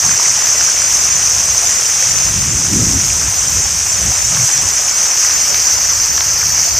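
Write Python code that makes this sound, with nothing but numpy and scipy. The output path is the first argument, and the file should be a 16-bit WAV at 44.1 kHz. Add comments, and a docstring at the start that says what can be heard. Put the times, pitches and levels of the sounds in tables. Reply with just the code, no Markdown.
"""Park fountain in a breeze

Sheets of water fall into a stone basin a few metres off: noise and swarms of damped, rising sines merge into a rush.
A few near drops plop as single bubbles; filtered clicks tick. Filtered noise in lumps is a breeze buffeting
the single microphone, whose port rings near 6 kHz. The treble flickers between the ears as bands swap for hiss.
"""
import sys
import numpy as np
from scipy import signal
from scipy.fft import rfft, irfft, next_fast_len
from scipy.io import wavfile
from scipy.ndimage import uniform_filter1d, map_coordinates

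SR = 44100
rng = np.random.default_rng(int(sys.argv[2]) if len(sys.argv) > 2 else 0)


def invert_db(level):
    """Linear amplitude ratio for a level in decibels (20 dB per decade), elementwise."""
    return 10 ** (np.asarray(level, dtype=float) / 20)


def put_to_file(sound):
    """Save the sound as 16-bit audio at rate SR, in the file named by the first command-line argument."""
    columns = np.atleast_2d(sound).T  # one column per channel
    safe = np.clip(columns, -1, 1)
    whole_steps = np.round(safe * 32767)
    wavfile.write(sys.argv[1], SR, whole_steps.astype(np.int16))


N = 299439


def unit(x):
    """Scaled to rms 1."""
    return x / np.sqrt(np.mean(np.abs(x) ** 2) + 1e-20)


def along(points, hz):
    """(Hz, value) points interpolated on a log frequency axis."""
    point_hz, value = np.transpose(points)
    return np.interp(np.log(hz + 1), np.log(point_hz + 1), value)


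def curves(rows, t_s):
    """Each column after the time, read at times t_s."""
    row_s, *columns = np.transpose(rows)
    return [np.interp(t_s, row_s, column) for column in columns]


def wobble(rate_hz):
    """A smooth random curve with rate_hz knots a second."""
    knots = rng.standard_normal(N)
    return map_coordinates(knots, [np.arange(N) * rate_hz / SR])


def coloured(x, spectrum):
    """x through a causal minimum-phase filter with the given (Hz, dB) gain."""
    m = 2 * next_fast_len(N // 2 + 4096)
    gain = invert_db(along(spectrum, np.fft.rfftfreq(m, 1 / SR)))
    cepstrum = irfft(np.log(gain + 1e-6), m)
    # fold onto positive time
    cepstrum[1:m // 2] *= 2
    cepstrum[m // 2 + 1:] = 0
    response = np.exp(rfft(cepstrum))
    return irfft(rfft(x, m) * response, m)[:N]


def bubbles(start_s, size, hz, cycles, rise):
    """Damped sines whose pitch climbs as each bubble nears the surface."""
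    t_s = np.arange(600) / SR
    age = t_s * (hz / cycles)[:, None]  # in decay times
    tone = np.sin(2 * np.pi * hz[:, None] * t_s * (1 + rise * age))
    envelope = np.exp(-age) * (1 - np.exp(-4 * age))
    ring = tone * envelope * size[:, None]
    where = (start_s * SR).astype(int)[:, None] + np.arange(len(t_s))
    return np.bincount(where.ravel(), ring.ravel(), N + len(t_s))[:N]


def swarm(count, hz, octaves, cycles, spread_db, size=1):
    """Splashes of size bubbles at random moments: log-normal pitch, many small and a few large."""
    clump_s, clump_octaves = .012, 0.207  # scatter within a splash
    total = count * size
    splash_s = rng.random(count) * N / SR
    start_s = np.repeat(splash_s, size) + clump_s * rng.exponential(size=total)
    splash_octaves = octaves * rng.standard_normal(count)
    pitch_octaves = np.repeat(splash_octaves, size) + clump_octaves * rng.standard_normal(total)
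    strength = invert_db(spread_db * np.minimum(rng.exponential(size=total), 4))
    pitch_hz = np.clip(hz * 2 ** pitch_octaves, 200, 16000)
    return unit(bubbles(start_s % (N / SR), strength, pitch_hz, cycles, rise=0.113))


def water():
    """Far splashes merge into patchy noise; nearer ones stand out as fizz, patter and gurgle."""
    # strength of the falling water: time_s, level_db
    splash = [(0, -11.5), (.7, -11), (1.3, -12.5), (2.15, -12), (2.45, -14.5), (3.0, -14), (3.8, -14.5),
              (4.4, -12.5), (4.95, -13), (5.25, -11.4), (5.8, -12), (6.15, -13), (6.79, -11.5)]
    # turning of the microphone: time_s, away from the jet (0-1), back towards it (0-1)
    facing = [(0, 0, .15), (.7, 0, .15), (1.4, .3, 0), (2.7, .6, 0), (3.4, 1, 0), (4.1, .7, 0),
              (4.8, .45, .1), (5.4, 0, .55), (6.1, .1, .85), (6.79, 0, 1)]
    # colour when turned away: freq_hz, gain_db
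    away_colour = [(800, 1), (2000, .5), (3700, 1.5), (4600, 1), (6000, 0), (9000, 3.5), (11500, -.5),
                   (13500, 4)]
    # colour when turned back, nearer: freq_hz, gain_db
    back_colour = [(800, -1), (2000, -.5), (3000, -1.5), (3700, -4.5), (4500, 4), (6000, 0), (7500, -2.5),
                   (9000, -5.5), (11500, 2.5), (13500, 4)]
    # water heard through the microphone port: freq_hz, relative gain_db
    port = [(190, -46), (330, -23.5), (620, -18.5), (2500, -17), (3300, -20), (4050, -23), (4600, -17.5),
            (5400, -6), (6100, 2), (7000, -6.5), (9500, -18.5), (11600, -34.5), (13000, -23.5),
            (14200, -23.5)]

    # levels relative to the far noise
    fizz = invert_db(-11.5) * swarm(count=6000, hz=6010, octaves=0.689, cycles=1.73, spread_db=3)
    gurgle = invert_db(-15.5) * swarm(count=600, hz=1491.6, octaves=0.75, cycles=7, spread_db=1.5, size=4)
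    patter = invert_db(-16) * swarm(count=1600, hz=2000, octaves=.4, cycles=.8, spread_db=2.5)
    far = rng.standard_normal(N)
    hz, at_s, z = signal.stft(far + fizz + gurgle + patter, SR, nperseg=512)

    patches = uniform_filter1d(rng.standard_normal(z.shape), size=19, axis=0)
    patches = uniform_filter1d(patches, size=5, axis=1)
    patch_db = 0.69 * unit(patches)
    away, back = curves(facing, at_s)
    turn_db = np.outer(along(away_colour, hz), away) + np.outer(along(back_colour, hz), back)
    rush = signal.istft(z * invert_db(turn_db + patch_db), SR, nperseg=512)[1][:N]

    surge_db = curves(splash, np.arange(N) / SR)[0] + 0.28 * wobble(24)
    return invert_db(surge_db) * unit(coloured(rush, port))


def breeze():
    """Eddies push the membrane in lumps; smaller, faster ones throb, and strong gusts flutter higher still."""
    # buffeting: time_s, strength_db, tilt from thump to throb (dB)
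    gusts = [(0, -29, -6), (.13, -27.5, 7), (.18, -38, 0), (1.2, -36, -0.5), (1.58, -32, -8),
             (1.75, -39, 0), (2.05, -35.5, 4), (2.25, -25, -2), (2.62, -24.5, 3), (2.76, -17.5, 11.5),
             (2.96, -19.5, -1.5), (3.02, -27.5, -2), (3.28, -24, 0), (3.35, -34, -7), (3.46, -25.5, 2.5),
             (3.65, -27, -7), (3.75, -31.5, 0), (4.09, -25, 1), (4.15, -37, -5), (4.29, -26, 8),
             (4.43, -28.5, 21), (4.5, -39, -3), (4.58, -28, 2), (4.72, -39.5, -4), (5.5, -37.5, -1),
             (5.75, -33, -9.5), (6.25, -34.5, -3), (6.52, -27, 0), (6.64, -37.5, 0), (6.73, -28.5, -8)]
    # eddy spectra, largest to smallest: freq_hz, relative gain_db
    thump = [(20, -71), (35, -15), (52, -3), (75, 0), (100, -2), (140, -39), (300, -64)]
    throb = [(60, -43.5), (95, -0.5), (130, -2.5), (185, -7), (260, -33), (500, -68)]
    flutter = [(120, -29), (190, 2), (280, -0.5), (380, -7), (600, -22), (1000, -65.5)]
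    thump_db, throb_db = -3.5, -4.5  # over the strength
    calm_db, grows_from_db, growth_db_per_db = -46.5, -30, 1.95  # flutter

    strength_db, tilt_db = curves(gusts, np.arange(N) / SR)
    levels_db = (
        strength_db + thump_db - tilt_db / 2,
        strength_db + throb_db + tilt_db / 2,
        calm_db + growth_db_per_db * np.maximum(strength_db - grows_from_db, 0),
    )
    shared_lumps_db = 1.83 * wobble(13)
    out = np.zeros(N)
    for level_db, spectrum in zip(levels_db, (thump, throb, flutter)):
        lumps_db = shared_lumps_db + 0.97 * wobble(18)
        eddies = unit(invert_db(lumps_db) * coloured(rng.standard_normal(N), spectrum))
        out += invert_db(level_db) * eddies
    return out


def drops():
    """The bubble under each near drop rings briefly, climbing in pitch."""
    # near drops: start_s, level_db, starting pitch_hz
    near_drops = [(0.092, -6, 1400), (0.113, -9, 1100), (0.198, -6, 935), (0.609, -6, 1290),
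                  (0.613, -12, 2480), (0.82, -10, 1330), (2.025, -9, 1560), (2.109, -11, 1710),
                  (2.183, -11, 2150), (3.102, -10, 2250), (4.369, -8, 1370), (4.882, -10, 2250),
                  (5.249, -8, 1670), (6.179, -10, 1370), (6.415, -10, 1900), (6.43, -8, 1250),
                  (6.503, -11, 1590)]
    decay_s = 0.0016
    start_s, level_db, pitch_hz = np.transpose(near_drops)
    cycles = np.clip(decay_s * pitch_hz, .4, 12)
    return bubbles(start_s, invert_db(level_db), pitch_hz, cycles, rise=0.092)


def ticks():
    """Sharp contacts: impulses filtered even from their lowest pitch to about 4 kHz."""
    # dry broad ticks: start_s, level_db of the peak, lowest_hz
    contacts = [(.6095, -8, 1800), (2.0895, -11, 2200), (5.5448, -2.5, 1400), (6.1782, -5, 900),
                (6.2080, -.5, 650)]
    out = np.zeros(N + 256)
    blow = np.eye(1, N)[0]  # unit impulse
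    for start_s, level_db, low_hz in contacts:
        spectrum = [(low_hz / 4, -30), (low_hz, 0), (4300, 0), (6000, -9), (8500, -28)]
        tick = coloured(blow, spectrum)[:256]
        out[round(start_s * SR):][:256] += invert_db(level_db) * tick / np.abs(tick).max()
    return out[:N]


def scene():
    """One microphone feeds both channels."""
    mono = water() + breeze() + drops() + ticks()
    return np.tile(mono, (2, 1))


def flicker(x):
    """In scattered moments a treble band turns into unrelated hiss in each ear, at the same mean strength."""
    # how often the ears differ: freq_hz, share of moments (0-1)
    apart_share = [(4000, 0), (4500, .03), (5500, .07), (6100, .13), (7000, .28), (8000, 0.51),
                   (14000, 0.43)]
    frames = dict(fs=SR, window=np.sqrt(signal.get_window("hann", 2048)), nperseg=2048)
    hz, _, z = signal.stft(x, **frames)
    hiss = unit(signal.stft(rng.standard_normal(x.shape), **frames)[2])
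    strength = np.sqrt(np.abs(uniform_filter1d(np.abs(z) ** 2, size=32, axis=1)))

    band = np.arange(len(hz)) // 32  # 32 bins = SR / 64 Hz
    chance = rng.standard_normal((band[-1] + 1, z.shape[2]))
    across_bands = unit(uniform_filter1d(chance, size=4, axis=0))
    across_time = unit(uniform_filter1d(chance, size=2, axis=1))
    chance = unit(chance + 1.5 * across_bands + 0.51 * across_time)
    rank = 1 / (1 + np.exp(1.7 * chance))  # roughly uniform, 0-1
    apart = rank[band] < along(apart_share, SR / 64 * (band + .5))[:, None]
    return signal.istft(np.where(apart, strength * hiss, z), **frames)[1][:, :N]


def band_limit(x):
    """A steep low-pass at the top of the band."""
    return signal.sosfilt(signal.butter(12, 15010, fs=SR, output="sos"), x)


def record(dry):
    """Preamplifier gain, rounded-off peaks, flickering treble and a band limit."""
    gain_db, ceiling, top_hz = 0.66, 1.04, 14260
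    hot = invert_db(gain_db) * dry
    rounded = hot / (1 + np.abs(hot / ceiling) ** 8) ** (1 / 8)
    x = flicker(rounded)
    m = next_fast_len(N)
    passed = np.fft.rfftfreq(m, 1 / SR) < top_hz
    x = irfft(rfft(x, m) * passed, m)[:, :N]
    return band_limit(np.clip(x, -1, 1))


dry = scene()
out = record(dry)
put_to_file(out)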